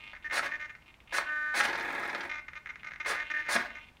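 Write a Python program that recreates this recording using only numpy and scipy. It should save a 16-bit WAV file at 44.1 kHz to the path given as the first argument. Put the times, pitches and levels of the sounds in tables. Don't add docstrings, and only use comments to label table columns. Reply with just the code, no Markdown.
import sys
import numpy as np
from scipy import signal
from scipy.fft import irfft
from scipy.io import wavfile
from scipy.ndimage import uniform_filter1d

SR = 44100
rng = np.random.default_rng(int(sys.argv[2]) if len(sys.argv) > 2 else 0)


def generate_wav(signal):
    frames = np.transpose(np.atleast_2d(signal))
    scaled = np.clip(frames, -1, 1) * 32767
    pcm = np.round(scaled).astype(np.int16)
    wavfile.write(sys.argv[1], SR, pcm)


N = 176400

# t/s, length/s, level/dB, load (0 light, 1 firm, 2 stalled)
DRIVE_BURSTS = [(0.149, .022, -46, 0.32), (0.242, 0.036, -38, 1), (0.298, .025, -38.5, 0.52),
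                (.43, .085, -45.5, 0.45), (0.515, .05, -37, 0.83), (0.595, .066, -43, 0.55),
                (0.694, 0.016, -41.5, 0.53), (.75, .004, -42.5, 0.56), (1.124, .11, -44, 1.22),
                (1.257, .029, -40.5, 2), (1.2868, .258, -34.5, 1.68), (2.293, .036, -37.5, 0.039),
                (2.331, .068, -40.5, 0), (2.481, .0066, -40.5, 0.11), (2.532, .003, -40, 0.34),
                (2.553, .026, -41.5, 0), (2.658, .0032, -38.5, 0.39), (2.67, .003, -38, 0.33),
                (2.69, .016, -42, 0.031), (2.756, .0031, -39, 0.19), (2.831, .003, -39.5, 0.26),
                (2.843, .007, -40, 0), (2.862, .027, -42, 0), (2.908, .003, -40, 0.24),
                (2.917, .003, -38, 0.53), (2.934, .003, -38.5, 0.38), (2.958, .003, -41, 0.33),
                (2.999, .017, -39, 0), (3.028, .007, -41, 0.47), (3.047, .025, -36, 0.023),
                (3.153, .074, -36.5, 0.6), (3.301, .02, -34.5, 0.6), (3.335, .078, -34.5, 1.11),
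                (3.415, .046, -45, 0.48), (3.463, .03, -37, 0.54), (3.677, .04, -49, 0.25),
                (3.75, .04, -45, 0.25)]
# f/Hz, light level/dB, firm level/dB, stalled level/dB
PULSE_SPECTRA = [(120, -54, -51, -40), (315, -24, -23.5, -20), (605, -19, -25, -16), (880, -17, -29, -29),
                 (1184, -8, -19.5, -12), (1533, -3.5, -12.5, 6.5), (1780, -7.5, 3.5, -1),
                 (2140, 2.5, -10, -21.5), (2375, -5.5, -15, -20), (3180, -20, -26.5, -30.5),
                 (3890, -19, -31, -28.5), (4600, -30.5, -38.5, -40.5), (6400, -31.5, -41.5, -47),
                 (7950, -52.5, -56.5, -50), (16000, -62, -63, -59)]
# t/s, length/s, growl level/dB, whirr level/dB
GEAR_RUNS = [(0.317, 0.072, -34, -41), (0.421, 0.045, -34.5, -54.5), (1.122, .062, -33.5, -40),
             (1.185, 0.034, -38, -73), (1.539, .064, -31.5, -38), (1.615, 0.041, -32, -42.5),
             (3.056, .062, -33.5, -41), (3.115, .04, -36, -56), (3.483, 0.072, -32.5, -37),
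             (3.566, 0.051, -36.5, -63), (3.615, .05, -42.5, -78)]
# f/Hz, level/dB
GROWL_SPECTRUM = [(59, -18), (150, -20.5), (290, -11), (460, -10), (620, -2.5), (800, -5.5), (1000, -8.5),
                  (1150, -1), (1300, -13), (1500, -0.5), (2100, -1.5), (3000, -16), (4000, -17),
                  (6000, -28), (9000, -40)]
# f/Hz, level/dB
WHIRR_SPECTRUM = [(500, -23), (2000, 4.5), (3000, -1.5), (4300, 12.5), (5000, 5.5), (5600, 8), (7000, 3),
                  (8500, 3.5), (9800, 7), (10600, -7.5), (13000, -8), (16000, -11)]
# t/s,
# level/dB, treble boost/dB
KNOCKS = [(0.132, -40, -7), (.370, -27.5, 6.5), (.377, -27, -9), (.392, -24.5, -10),
          (1.183, -23.5, -4), (1.601, -20, -2), (1.608, -22.5, 5), (1.652, -23.5, 3.5),
          (1.683, -37, 12), (1.697, -38, 14), (1.73, -32.5, 4), (1.745, -47, 15), (1.755, -40, 23),
          (1.797, -41, 13), (1.808, -35, 8), (2.034, -35, -1), (2.096, -41.5, 13),
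          (2.148, -29.5, 3), (2.207, -34.5, 8), (3.1, -28.5, 0), (3.116, -29.5, -5),
          (3.552, -22.5, -13), (3.561, -20, 0.5)]
# f/Hz, level/dB
KNOCK_SPECTRUM = [(60, -29), (140, -16), (230, -13), (400, -10), (650, -2), (1000, -5), (1600, 6),
                  (2200, -1), (2900, -11.5), (4200, -13), (6000, -20.5), (10000, -54)]
# t/s, level/dB
CREEP_LEVELS = [(1.655, -52), (1.675, -34), (1.8, -35.5), (2.0, -35.5), (2.16, -38), (2.22, -40.5),
                (2.26, -39), (2.29, -50.5)]
# f/Hz, level/dB
CREEP_SPECTRUM = [(59, -26), (100, -18), (228, -14), (275, -6.5), (378, -6), (438, -10), (614, -6.5),
                  (1290, -11), (1660, -2), (2270, -6.5), (2930, -23.5), (3770, -21), (4860, -31.5),
                  (15500, -48.5)]
# f/Hz, level/dB
TICK_SPECTRUM = [(2000, -9), (8000, 0), (9700, 4), (10600, -5), (16000, -4)]
# f/Hz, level/dB
WING_MODES = [(283, 5), (383, -4), (615, 0), (736, 6), (928, 2), (1138, 3.5), (1490, 2.5)]
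# t/s, length/s, level/dB
CHATTER_BURSTS = [(0, .124, -50.5), (0.224, .015, -54.5), (0.819, .014, -57), (0.859, .05, -57.5),
                  (0.94, .003, -52), (1.002, .003, -50.5), (1.073, .045, -52.5), (1.234, .08, -51),
                  (2.792, .016, -55), (3.228, .18, -50.5), (3.704, .19, -57), (3.968, .003, -53)]
# f/Hz, level/dB
CHATTER_SPECTRUM = [(200, -25.5), (1000, -12.5), (1750, -12), (2150, -0.5), (2500, 0), (3000, -6),
                    (3350, -8), (3900, -16), (5000, -30), (7000, -37), (9000, -45), (16000, -60)]
# f/Hz, time to fade by 60 dB/s
ROOM_DECAY = [(150, 0.45), (1000, 0.44), (2500, 0.36), (6000, 0.27), (14000, 0.19)]
# f/Hz, level/dB
RUMBLE_SPECTRUM = [(26, -22.5), (42, 4), (65, -1), (110, -6), (250, -10), (500, -18), (1000, -15),
                   (3000, -25.5), (6000, -33), (16000, -42)]

GRIP_S = 0.0022


def flap_servo(drive_hz=302.4):
    out = np.zeros(N)
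    for start, length, db, load in DRIVE_BURSTS:
        spectrum = [(hz, np.interp(load, [0, 1, 2], levels)) for hz, *levels in PULSE_SPECTRA]
        kicks = pulses(length, drive_hz, missed=.12 * (1 - load), uneven=np.clip(2 - load, .45, 1))
        ringing = signal.fftconvolve(kicks, ring(spectrum))
        add(out, start, amp(db) * smear(ringing))
    return out


def pulses(length, hz, missed, uneven, half_width=12):
    t = np.arange(0, max(length, 1 / SR), 1 / hz)
    fires = (rng.random(len(t)) >= missed) | (t < 2 / hz)
    spread_db = uneven * 3 * rng.standard_normal(len(t)) * (t > 0)
    slip_s = uneven * .000025 * rng.standard_normal(len(t))
    end_fade = np.clip((length - t) * hz * 2, 0, 1)
    gain = fires * amp(spread_db) * end_fade * np.sqrt(SR / hz)
    centre = (t + slip_s) * SR + 2 * half_width
    samples = centre.astype(int)[:, None] + np.arange(-half_width, half_width)
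    offset = samples - centre[:, None]
    spikes = np.sinc(offset) * np.cos(np.pi * offset / (2 * half_width)) ** 2
    kicks = np.bincount(np.maximum(samples, 0).ravel(), (gain[:, None] * spikes).ravel())
    return kicks + uneven * rasp(kicks)


def rasp(kicks, fade_s=0.00094):
    decay = np.exp(-2 / (fade_s * SR))
    power = signal.lfilter([1 - decay], [1, -decay], kicks ** 2)
    shake = np.sqrt(power) * rng.standard_normal(len(kicks))
    return np.diff(shake, prepend=0)


def smear(x, longest_s=.003, step_hz=353.3, size=2048):
    hz = np.fft.rfftfreq(size, 1 / SR)
    knots_hz = np.arange(0, SR, step_hz)
    delay_s = np.interp(hz, knots_hz, longest_s * rng.random(len(knots_hz)))
    phase = -2 * np.pi * np.cumsum(delay_s) * SR / size
    return signal.fftconvolve(x, irfft(np.exp(1j * phase))[:size // 2])


def gear_swings(spin_up_s=.016, coast_s=.012, top_teeth_hz=1295.5):
    t = np.arange(N) / SR
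    speed, growl, whirr = np.zeros((3, N))
    for start, length, growl_db, whirr_db in GEAR_RUNS:
        age = np.maximum(t - start, 0)
        grip = 1 - np.exp(-age / GRIP_S)
        coast = np.exp(-np.maximum(age - length, 0) / coast_s)
        spin = (1 - np.exp(-age / spin_up_s)) * coast
        speed = np.maximum(speed, spin)
        growl = np.maximum(growl, amp(growl_db) * grip * coast)
        whirr = np.maximum(whirr, amp(whirr_db) * spin ** 1.5)
    teeth_hz = top_teeth_hz * (1 + speed) / 2
    growling = colour(growl * teeth(teeth_hz), GROWL_SPECTRUM)
    whirring = colour(whirr * teeth(2 * teeth_hz), WHIRR_SPECTRUM)
    return growling + whirring


def teeth(hz, wobble=.3, spread_db=4, rub=0.69):
    wander, strength, sliding = rng.standard_normal((3, len(hz)))
    pace = np.maximum(1 + wobble * unit(uniform_filter1d(wander, size=60)), 0)
    teeth_passed = np.floor(np.cumsum(hz * pace) / SR)
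    new_tooth = np.diff(teeth_passed, prepend=0) > 0
    hits = new_tooth * amp(spread_db * np.clip(strength, -2, 2))
    return unit(unit(hits) + rub * sliding)


def knocks(rise_s=.0006, fade_s=0.0044, treble_hz=2600):
    out, t = np.zeros(N), np.arange(2048) / SR
    envelope = (1 - np.exp(-t / rise_s)) * np.exp(-t / fade_s)
    for start, db, treble_db in KNOCKS:
        spectrum = [(hz, level + treble_db * (hz > treble_hz)) for hz, level in KNOCK_SPECTRUM]
        knock = colour(envelope * rng.standard_normal(len(t)), spectrum)
        gain = amp(db) * np.sqrt(0.0048 * SR)
        add(out, start, gain * knock / np.linalg.norm(knock))
    return out


def flap_creep(pair_at_s=1.877, every_s=.05, gap_s=.02, tick_s=0.0021, fade_s=0.024, teeth_hz=893.7):
    t = np.arange(N) / SR
    age = np.minimum((t - pair_at_s) % every_s, (t - pair_at_s - gap_s) % every_s)
    jerk_number = np.cumsum(np.diff(age, prepend=0) < 0)
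    level_db = np.interp(t, *np.transpose(CREEP_LEVELS), left=-np.inf, right=-np.inf)
    tick_db = level_db - 17 + 4 * rng.standard_normal(N)[jerk_number]
    ticks = amp(tick_db) * np.exp(-(age / tick_s) ** 2) * rng.standard_normal(N)
    envelope = unit((1 - np.exp(-age / GRIP_S)) * np.exp(-age / fade_s))
    rattle = amp(level_db) * envelope * teeth(np.full(N, teeth_hz))
    return colour(ticks, TICK_SPECTRUM) + colour(rattle, CREEP_SPECTRUM)


def hollow_wing(blows, ring_s=0.28, ring_db=-15.5):
    t = np.arange(SR // 4) / SR
    modes = sum(amp(db) * np.sin(2 * np.pi * hz * t) for hz, db in WING_MODES)
    ringing = signal.oaconvolve(blows, modes * amp(-60 * t / ring_s))[:N]
    mix = blows + amp(ring_db) * np.std(blows) * unit(ringing)
    return mix / np.hypot(1, amp(ring_db))


def wing_thump(start_s=3.553, hz=235, db=-35, ring_s=0.18):
    age = np.maximum(np.arange(N) / SR - start_s, 0)
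    return amp(db - 60 * age / ring_s) * np.sin(2 * np.pi * hz * age)


def second_servo(drive_hz=305.6):
    out = np.zeros(N)
    for start, length, db in CHATTER_BURSTS:
        add(out, start, amp(db) * pulses(length, drive_hz, missed=0.28, uneven=1.11))
    return colour(smear(out)[:N], CHATTER_SPECTRUM)


def workshop(x, room_db=-10, bench_db=-5, bench_fade_s=0.068):
    t = np.arange(SR // 2) / SR
    hz, frame_s, noise = signal.stft(rng.standard_normal(len(t)), SR, nperseg=256)
    fading = noise * amp(-60 * frame_s / value_at(ROOM_DECAY, hz)[:, None])
    room = signal.istft(fading, SR, nperseg=256)[1][:len(t)] * (t > .008)
    bench = rng.standard_normal(len(t)) * amp(-60 * t / bench_fade_s) * (t > .002)
    response = amp(room_db) * room / np.linalg.norm(room) + amp(bench_db) * bench / np.linalg.norm(bench)
    response[0] += 1
    return signal.oaconvolve(x, response / np.linalg.norm(response))[:N]


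def room_rumble(db=-61.5):
    return amp(db) * colour(rng.standard_normal(N), RUMBLE_SPECTRUM)


def amp(db):
    return 10 ** (np.asarray(db) / 20)


def unit(x):
    return x / np.sqrt(np.mean(x ** 2) + 1e-20)


def value_at(points, hz):
    f, value = np.transpose(points)
    return np.interp(np.log(hz + 1), np.log(f + 1), value)


def add(mix, start_s, sound):
    part = mix[max(round(start_s * SR), 0):][:len(sound)]
    part += sound[:len(part)]


def ring(spectrum, size=2048):
    hz = abs(np.fft.fftfreq(size, 1 / SR))
    log_gain = np.log(amp(value_at(spectrum, hz)))
    minimum_phase = np.exp(np.conj(signal.hilbert(log_gain)))
    response = np.fft.ifft(minimum_phase).real[:size // 2]
    return response / np.linalg.norm(response)


def colour(x, spectrum):
    return signal.oaconvolve(x, ring(spectrum))[:len(x)]


def scene():
    servos = flap_servo() + second_servo()
    blows = gear_swings() + flap_creep() + knocks()
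    model = servos + hollow_wing(blows) + wing_thump()
    bass_cut = signal.butter(2, 143, "highpass", fs=SR, output="sos")
    return (workshop(signal.sosfilt(bass_cut, model)) + room_rumble())[None]


def record(dry):
    treble_cut = signal.firwin(511, 15850, window=("kaiser", 9), fs=SR)
    return signal.oaconvolve(dry, treble_cut[None], "same")


dry = scene()
out = record(dry)
generate_wav(out)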